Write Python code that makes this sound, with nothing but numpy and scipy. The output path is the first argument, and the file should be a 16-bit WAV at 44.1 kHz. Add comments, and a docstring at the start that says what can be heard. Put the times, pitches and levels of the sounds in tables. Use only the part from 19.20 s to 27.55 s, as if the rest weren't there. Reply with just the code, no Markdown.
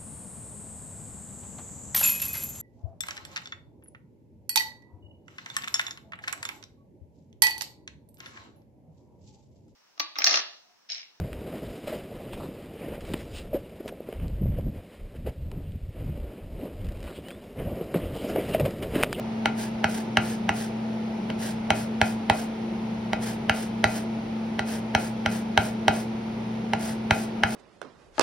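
"""In a small kitchen an appliance hums and blows steadily: wavering tones over fan noise.
A lime is zested on a fine steel rasp that rests on the rim of a plastic bowl, on a wooden table.
At each landing the peel scuffs the blade, the rasp knocks and ticks on the rim (a crack and short modes),
the bowl rings faintly and the table thuds; then the teeth hiss through the peel as dense random snaps.
Dense echoes follow knocks and strokes; a close pair of microphones listens from above, with a little hiss."""
import sys
import numpy as np
from scipy import signal
from scipy.fft import rfft, irfft, next_fast_len
from scipy.io import wavfile

SR = 44100
rng = np.random.default_rng(int(sys.argv[2]) if len(sys.argv) > 2 else 0)


def pcm_store(signal):
    """Save signal as 16-bit PCM."""
    levels = np.round(np.clip(np.atleast_2d(signal), -1, 1) * 32767)
    wavfile.write(sys.argv[1], SR, levels.astype(np.int16).T)


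N = 368235
TIME = np.arange(N) / SR

# the lime lands on the rasp, waits, then slides; levels are relative:
# landing_s, knock_db, blade_bending_db, wait_s, slide_s
LANDINGS = [(0.2567, -2.5, 0, 0.12, 0.081), (0.6418, -3.5, 2.5, 0.045, 0.12),
            (0.9703, -0.6, 1.8, 0.051, 0.12), (1.291, -5, 0.5, 0.053, 0.11), (2.101, -15.5, -6, .100, 0.11),
            (2.5037, 0.1, -4.5, 0.039, 0.095), (2.814, 0, -1.5, 0.027, 0.083),
            (3.0977, 1, -6, 0.042, 0.097), (3.9314, -6.5, -4.3, 0.087, 0.11), (4.295, -2, 2.5, .045, 0.11),
            (4.6406, 1.5, -2, 0.036, .130), (5.392, -7, -1, 0.082, 0.095), (5.749, -0.7, 1.5, .033, 0.1),
            (6.06, -4.5, 2, 0.041, 0.094), (6.3751, 1, 3, 0.023, 0.098), (6.6804, 2, -3.5, 0.048, 0.088),
            (7.5336, -6.5, -3, 0.063, 0.13), (7.908, 1.5, -2, 0.02, .120), (8.2345, -1, 3.5, 0.04, .120)]
# colour of the blade when scraped: frequency_hz, relative_density_db (per Hz)
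BLADE_COLOUR = [(60, -110), (300, -78), (750, -67), (1150, -91), (1500, -72.5), (1900, -77), (2500, -90),
                (3100, -79.5), (4000, -105), (8000, -110)]
# likeness of left and right for close sounds: frequency_hz, correlation (-1 to 1)
CLOSE_STEREO = [(300, 1), (700, 0.17), (1500, 0.35), (2000, 1), (3000, 0.32), (5000, 0.58), (7000, 1)]
# the blade's main bending, and the pivot of the hardness tilt
BLADE_HZ = 1510


def from_db(db):
    """Decibels to gain."""
    return 10 ** (np.asarray(db) / 20)


def rms_one(x):
    """Scale to unit rms."""
    return x / np.sqrt(np.mean(x ** 2) + 1e-20)


def at_hz(points, hz):
    """Read a table on a log-frequency axis."""
    table_hz, values = np.array(points).T
    return np.interp(np.log(np.maximum(hz, 1)), np.log(table_hz), values)


def panned(db):
    """Left and right gains for a level difference; positive leans left."""
    return from_db(np.array([[db], [-db]]) / 2)


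def add(out, s, sound):
    """Mix a sound in at a time in seconds."""
    i = max(round(s * SR), 0)
    out[..., i:i + sound.shape[-1]] += sound[..., :max(N - i, 0)]


def drift(rate_hz):
    """Slow random wander of unit rms: noise that falls away above the rate."""
    hz = np.fft.rfftfreq(N, 1 / SR)
    return rms_one(irfft(rfft(rng.standard_normal(N)) / (1 + (hz / rate_hz) ** 2), N))


def coloured(white, spectrum, likeness):
    """Two unrelated white signals become a stereo pair with a given density and likeness."""
    length = white.shape[1]
    size = next_fast_len(length)
    hz = np.fft.rfftfreq(size, 1 / SR)
    mid, side = rfft(white, size) * from_db(at_hz(spectrum, hz)) * np.sqrt(SR / 2)
    alike = np.clip(at_hz(likeness, hz), -1, 1)
    shared = np.sqrt((1 + alike) / 2) * mid
    opposed = np.sqrt((1 - alike) / 2) * side * [[1], [-1]]
    return irfft(shared + opposed, size)[:, :length]


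def swell(t, peak_s):
    """A pulse that rises to 1 at its peak time and dies away exponentially."""
    return t / peak_s * np.exp(1 - t / peak_s)


def wavering_tone(hz, unsteadiness, rate_hz):
    """A unit-rms tone whose level and phase are shaken by slow random swings."""
    swing = 1 + unsteadiness * (drift(rate_hz) + 1j * drift(rate_hz))
    phase = 2 * np.pi * np.cumsum(hz * np.ones(N)) / SR
    return rms_one(np.real(swing * np.exp(1j * phase)))


def appliance(drone_hz=222.56, drone_db=-31.5, flutter=0.1, flutter_hz=6.3, waver_hz=2.8,
              swell_db=0.73, swell_hz=3.6, wander_hz=0.312, wander_rate_hz=0.34):
    """Motor and mains tones waver over the rush of a fan; the motor's speed wanders slowly."""
    # weaker tones: pitch_hz, level_db (rms), unsteadiness (random swing over steady part)
    hum_tones = [(120.4, -44, 0.33), (193.8, -44, 1.0), (350.3, -51.5, 0.8), (438.7, -57, 1),
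                 (662, -54, 0.73)]
    # colour of the fan's rush: frequency_hz, density_db (per Hz)
    air_colour = [(15, -105), (35, -72), (60, -70.5), (90, -70.5), (130, -65), (200, -62.5), (300, -67),
                  (450, -65.5), (600, -70.5), (880, -67.5), (1100, -79), (1370, -77.5), (1600, -82.5),
                  (2200, -80), (3200, -85), (5200, -92.5)]
    # likeness of left and right in the rush: frequency_hz, correlation (-1 to 1)
    air_stereo = [(50, 0.92), (130, 1), (290, 1), (640, 0.25), (1400, 0.21), (3000, 0.13), (5000, 0.43),
                  (7000, 1)]
    motor = wavering_tone(drone_hz + wander_hz * drift(wander_rate_hz), flutter, flutter_hz)
    drone = from_db(drone_db + swell_db * drift(swell_hz)) * motor
    hum = sum(from_db(db) * wavering_tone(hz, unsteadiness, waver_hz)
              for hz, db, unsteadiness in hum_tones)
    rush = coloured(rng.standard_normal((2, N)), air_colour, air_stereo)
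    rush = signal.sosfilt(signal.butter(6, 5800, fs=SR, output="sos"), rush)
    return panned(1.0) * (drone + hum) + rush


def touches(lead_s=0.0094, swell_s=0.0074, db=8.5):
    """The peel scuffs the blade a moment before it has pressed it onto the rim."""
    envelope, t = np.zeros(N), np.arange(SR // 20) / SR
    for s, _, bend_db, *_ in LANDINGS:
        add(envelope, s - lead_s, from_db(db + bend_db / 2) * swell(t, swell_s) ** 2)
    return coloured(envelope * rng.standard_normal((2, N)), BLADE_COLOUR, CLOSE_STEREO)


def hardness(bend_db, base=-0.17, per_bend=0.15):
    """Upward tilt of the modes in dB per octave: a landing that bends the blade more is also harder."""
    return base + per_bend * bend_db


def blade_share(hz, octaves=0.33):
    """How much a mode belongs to the blade's main bending, which depends on where the lime lands."""
    return np.exp(-(np.log2(hz / BLADE_HZ) / octaves) ** 2)


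def knocks(damping=4.12, scatter_db=1.13, detune=0.015, crack_s=0.0014, crack_db=2.5,
           ring_db=-4.5, ring_delay_s=0.002972, ring_pan_db=11.5, left_lag_s=0.00002):
    """The rasp slaps the rim: a crack, modes that swell and are choked by the hands, a faint bowl ring."""
    # hand-damped modes of rasp and bowl: pitch_hz, relative_level_db, swell_s, left_over_right_db
    knock_modes = [(282, -20, 0.0018, 2.5), (789.5, -10.5, 0.0027, -9), (1245, -23, 0.0027, 11),
                   (1547, -12, 0.0021, 3), (2057, -12, 0.0019, 0), (2781, -14.5, 0.0012, 0),
                   (2973, -16, 0.0016, -9), (3970, -18.5, 0.0012, -2), (4644, -21, 0.00061, 0),
                   (5890, -26.5, 0.0016, 2), (7750, -44, 0.00026, -5), (9170, -32, 0.00033, 6)]
    # the bowl wall rings on: pitch_hz, relative_level_db, t60_s (time to fall 60 dB)
    bowl_modes = [(677, -35.5, 0.04), (725, -35, 0.26), (768, -33, 0.38), (820, -41, 0.25),
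                  (1400, -27, 0.2), (1554, -31.5, 0.11), (2240, -34.5, 0.11), (2503, -41.5, 0.38)]
    # colour of the crack: frequency_hz, relative_density_db (per Hz)
    crack_colour = [(500, -93), (2000, -77), (5000, -65.5), (8000, -70.5), (12000, -80.5), (16000, -94)]
    out, t = np.zeros((2, N)), np.arange(SR // 4) / SR
    arrival = t - np.array([[left_lag_s], [0]])
    for s, level_db, bend_db, *_ in LANDINGS:
        crack = coloured(rng.standard_normal((2, len(t))), crack_colour, CLOSE_STEREO)
        knock = from_db(crack_db) * crack * swell(t, crack_s)
        for hz, db, swell_s, pan_db in knock_modes:
            # a higher damping power narrows the burst around its peak
            burst = (t / swell_s * np.exp(1 - np.minimum(t / swell_s, 20))) ** damping
            tilt_db = hardness(bend_db) * np.log2(hz / BLADE_HZ)
            bending_db = bend_db * blade_share(hz)
            gain = from_db(db + tilt_db + bending_db + scatter_db * rng.normal())
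            pitch_hz = hz * (1 + detune * rng.normal())
            knock += gain * panned(pan_db) * burst * np.sin(2 * np.pi * pitch_hz * arrival)
        add(out, s, from_db(level_db) * knock)
        ring = np.zeros(len(t))
        for hz, db, t60_s in bowl_modes:
            decay = from_db(db + bend_db * blade_share(hz) / 2 - 60 * t / t60_s)
            ring += decay * np.sin(2 * np.pi * hz * t + rng.uniform(0, 2 * np.pi))
        add(out, s + ring_delay_s, from_db(level_db + ring_db) * panned(ring_pan_db) * ring)
    return out


def ticks(db=-18.5, lowest_hz=10000.0, delay_s=0.00099):
    """The steel edge meets the rim: one high-passed click in each knock, stronger when hard."""
    clicks = np.zeros(N)
    for s, level_db, bend_db, *_ in LANDINGS:
        add(clicks, s + delay_s, from_db([db + level_db + hardness(bend_db)]))
    return signal.sosfilt(signal.butter(2, lowest_hz, "high", fs=SR, output="sos"), clicks)


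def thuds(hz=104.0, t60_s=0.046, push_s=0.0043, delay_s=0.0047, db=-15.5, lowest_hz=62.0,
          follows_knock=0.4, loss_db_per_s=160.0):
    """The hand's weight softly pushes and rocks bowl and table, too small to radiate deep bass."""
    out, t = np.zeros(N), np.arange(SR // 4) / SR
    push = np.sin(np.pi * np.minimum(t / push_s, 1)) ** 2
    thud = signal.fftconvolve(push, from_db(-60 * t / t60_s) * np.sin(2 * np.pi * hz * t))
    thud = signal.sosfilt(signal.butter(2, lowest_hz, "high", fs=SR, output="sos"), thud)
    thud = thud / np.abs(thud).max()
    for s, level_db, _, wait_s, _ in LANDINGS:
        # a hurried stroke lands with the weight of the hand; a careful one waits and thuds less
        weight_db = follows_knock * level_db - loss_db_per_s * wait_s
        add(out, s + delay_s, from_db(db + weight_db) * thud)
    return out


def tooth_cuts(contact, per_s=14000.0, spread_db=1.0):
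    """Tiny snaps of peel cells, more of them the more teeth are in contact."""
    sizes = from_db(spread_db * np.minimum(rng.exponential(1, (2, N)), 5))
    snaps = rms_one(sizes * rng.choice([-1, 1], (2, N)))
    share = min(per_s / SR, 1)  # chance of a snap per sample at full contact
    return snaps * (rng.random((2, N)) < share * contact) / np.sqrt(share)


def grating(bite_s=0.0089, release_s=0.018, bite_db_per_s=27, slide_swell_db=1.6,
            judder_db=1.33, judder_hz=70.0, teeth_db=0.5, blade_db=-1.5):
    """The peel bites in, slides and lifts off; cuts hiss and further cuts sound through the blade."""
    # colour of the cutting teeth: frequency_hz, relative_density_db (per Hz)
    teeth_colour = [(500, -85), (1500, -81.5), (3000, -83), (3800, -83.5), (5200, -81), (6000, -83.5),
                    (7600, -81), (8700, -83), (10000, -84.5), (11500, -89.5), (13000, -87), (15700, -97)]
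    contact, force = np.zeros((2, N))
    for s, _, _, wait_s, slide_s in LANDINGS:
        t = TIME - s - wait_s
        bite = (1 + np.tanh(t / bite_s / 2)) / 2
        release = (1 + np.tanh((slide_s - t) / release_s / 2)) / 2
        touch = bite * release
        # the longer the lime settles, the deeper the teeth bite; the push grows along the slide
        push_db = bite_db_per_s * wait_s + slide_swell_db * (np.clip(t / slide_s, 0, 1) - 0.5)
        contact = contact + touch
        force = force + np.sqrt(touch) * from_db(push_db)
    # the dimpled peel catches unevenly on the rows of teeth
    pressure = from_db(judder_db * drift(judder_hz)) * force
    hiss = coloured(tooth_cuts(contact) * pressure, teeth_colour, CLOSE_STEREO)
    body = coloured(tooth_cuts(contact) * pressure, BLADE_COLOUR, CLOSE_STEREO)
    return from_db(teeth_db) * hiss + from_db(blade_db) * body


def kitchen(x, gap_s=0.0024, early_db=5.0, early_s=0.032):
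    """Dense echoes: strong early ones from table and cupboards, then a tail that dies by band."""
    # colour of the echoes: frequency_hz, relative_level_db
    echo_colour = [(50, -27), (120, 13.5), (300, -5), (600, 2.5), (800, -5), (1100, -4.5), (1400, -5),
                   (1900, -11.5), (2400, -2), (3000, -9), (5000, -6), (12000, -14)]
    # length of the tail: band_hz, t60_s (time to fall 60 dB, before the early boost)
    tail_times = [(150, 0.38), (800, 0.34), (2500, 0.23), (12000, 0.28)]
    t = np.arange(SR // 2) / SR
    noise = coloured(rng.standard_normal((2, len(t))), echo_colour, CLOSE_STEREO) / np.sqrt(SR / 2)
    spectrum, hz, echoes = rfft(noise), np.fft.rfftfreq(len(t), 1 / SR), 0
    # silent for half the gap, then faded in by its end
    onset = np.clip(2 * t / gap_s - 1, 0, 1)
    for band_hz, t60_s in tail_times:
        # neighbouring bands crossfade
        share = at_hz([(f, f == band_hz) for f, _ in tail_times], hz)
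        decay = from_db(early_db * np.exp(-t / early_s) - 60 * t / t60_s) * onset
        echoes = echoes + irfft(spectrum * share, len(t)) * decay / np.sqrt(np.sum(decay ** 2))
    return signal.fftconvolve(x.mean(axis=0)[None], echoes, axes=1)[:, :N]


def scene(knock_room_db=0.0, grating_room_db=-3.5):
    """Knocks and strokes with kitchen echoes, dry thuds, and the appliance throughout."""
    hum_and_rush = appliance()
    hits = touches() + knocks() + ticks()
    strokes = grating()
    room = kitchen(from_db(knock_room_db) * hits + from_db(grating_room_db) * strokes)
    return hum_and_rush + hits + thuds() + strokes + room


def record(dry, peak=0.92, lowest_hz=32, highest_hz=15900):
    """Microphone hiss, a treble that spreads wide, rounded peaks, a cut bottom and top."""
    # colour of the microphone hiss: frequency_hz, density_db (per Hz)
    hiss_colour = [(2000, -110), (6000, -99), (8000, -105), (11000, -105), (13000, -114), (16000, -118)]
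    # the treble turns in phase between the channels: frequency_hz, left_lead_half_turns
    treble_turn = [(0, 0), (5200, .05), (6000, .45), (7250, 1), (10300, 2), (13600, 3), (15700, 4)]
    x = dry + coloured(rng.standard_normal((2, N)), hiss_colour, CLOSE_STEREO)
    size = next_fast_len(N + SR // 10)
    turn = np.pi * np.interp(np.fft.rfftfreq(size, 1 / SR), *np.transpose(treble_turn))
    # each channel takes half the turn, in opposite directions
    x = irfft(rfft(x, size) * np.exp(0.5j * turn * [[1], [-1]]), size)[:, :N]
    x = x / (1 + (x / peak) ** 4) ** 0.25
    x = signal.sosfilt(signal.butter(3, lowest_hz, "high", fs=SR, output="sos"), x)
    return signal.sosfilt(signal.ellip(10, 0.1, 80, highest_hz, fs=SR, output="sos"), x)


dry = scene()
out = record(dry)
pcm_store(out)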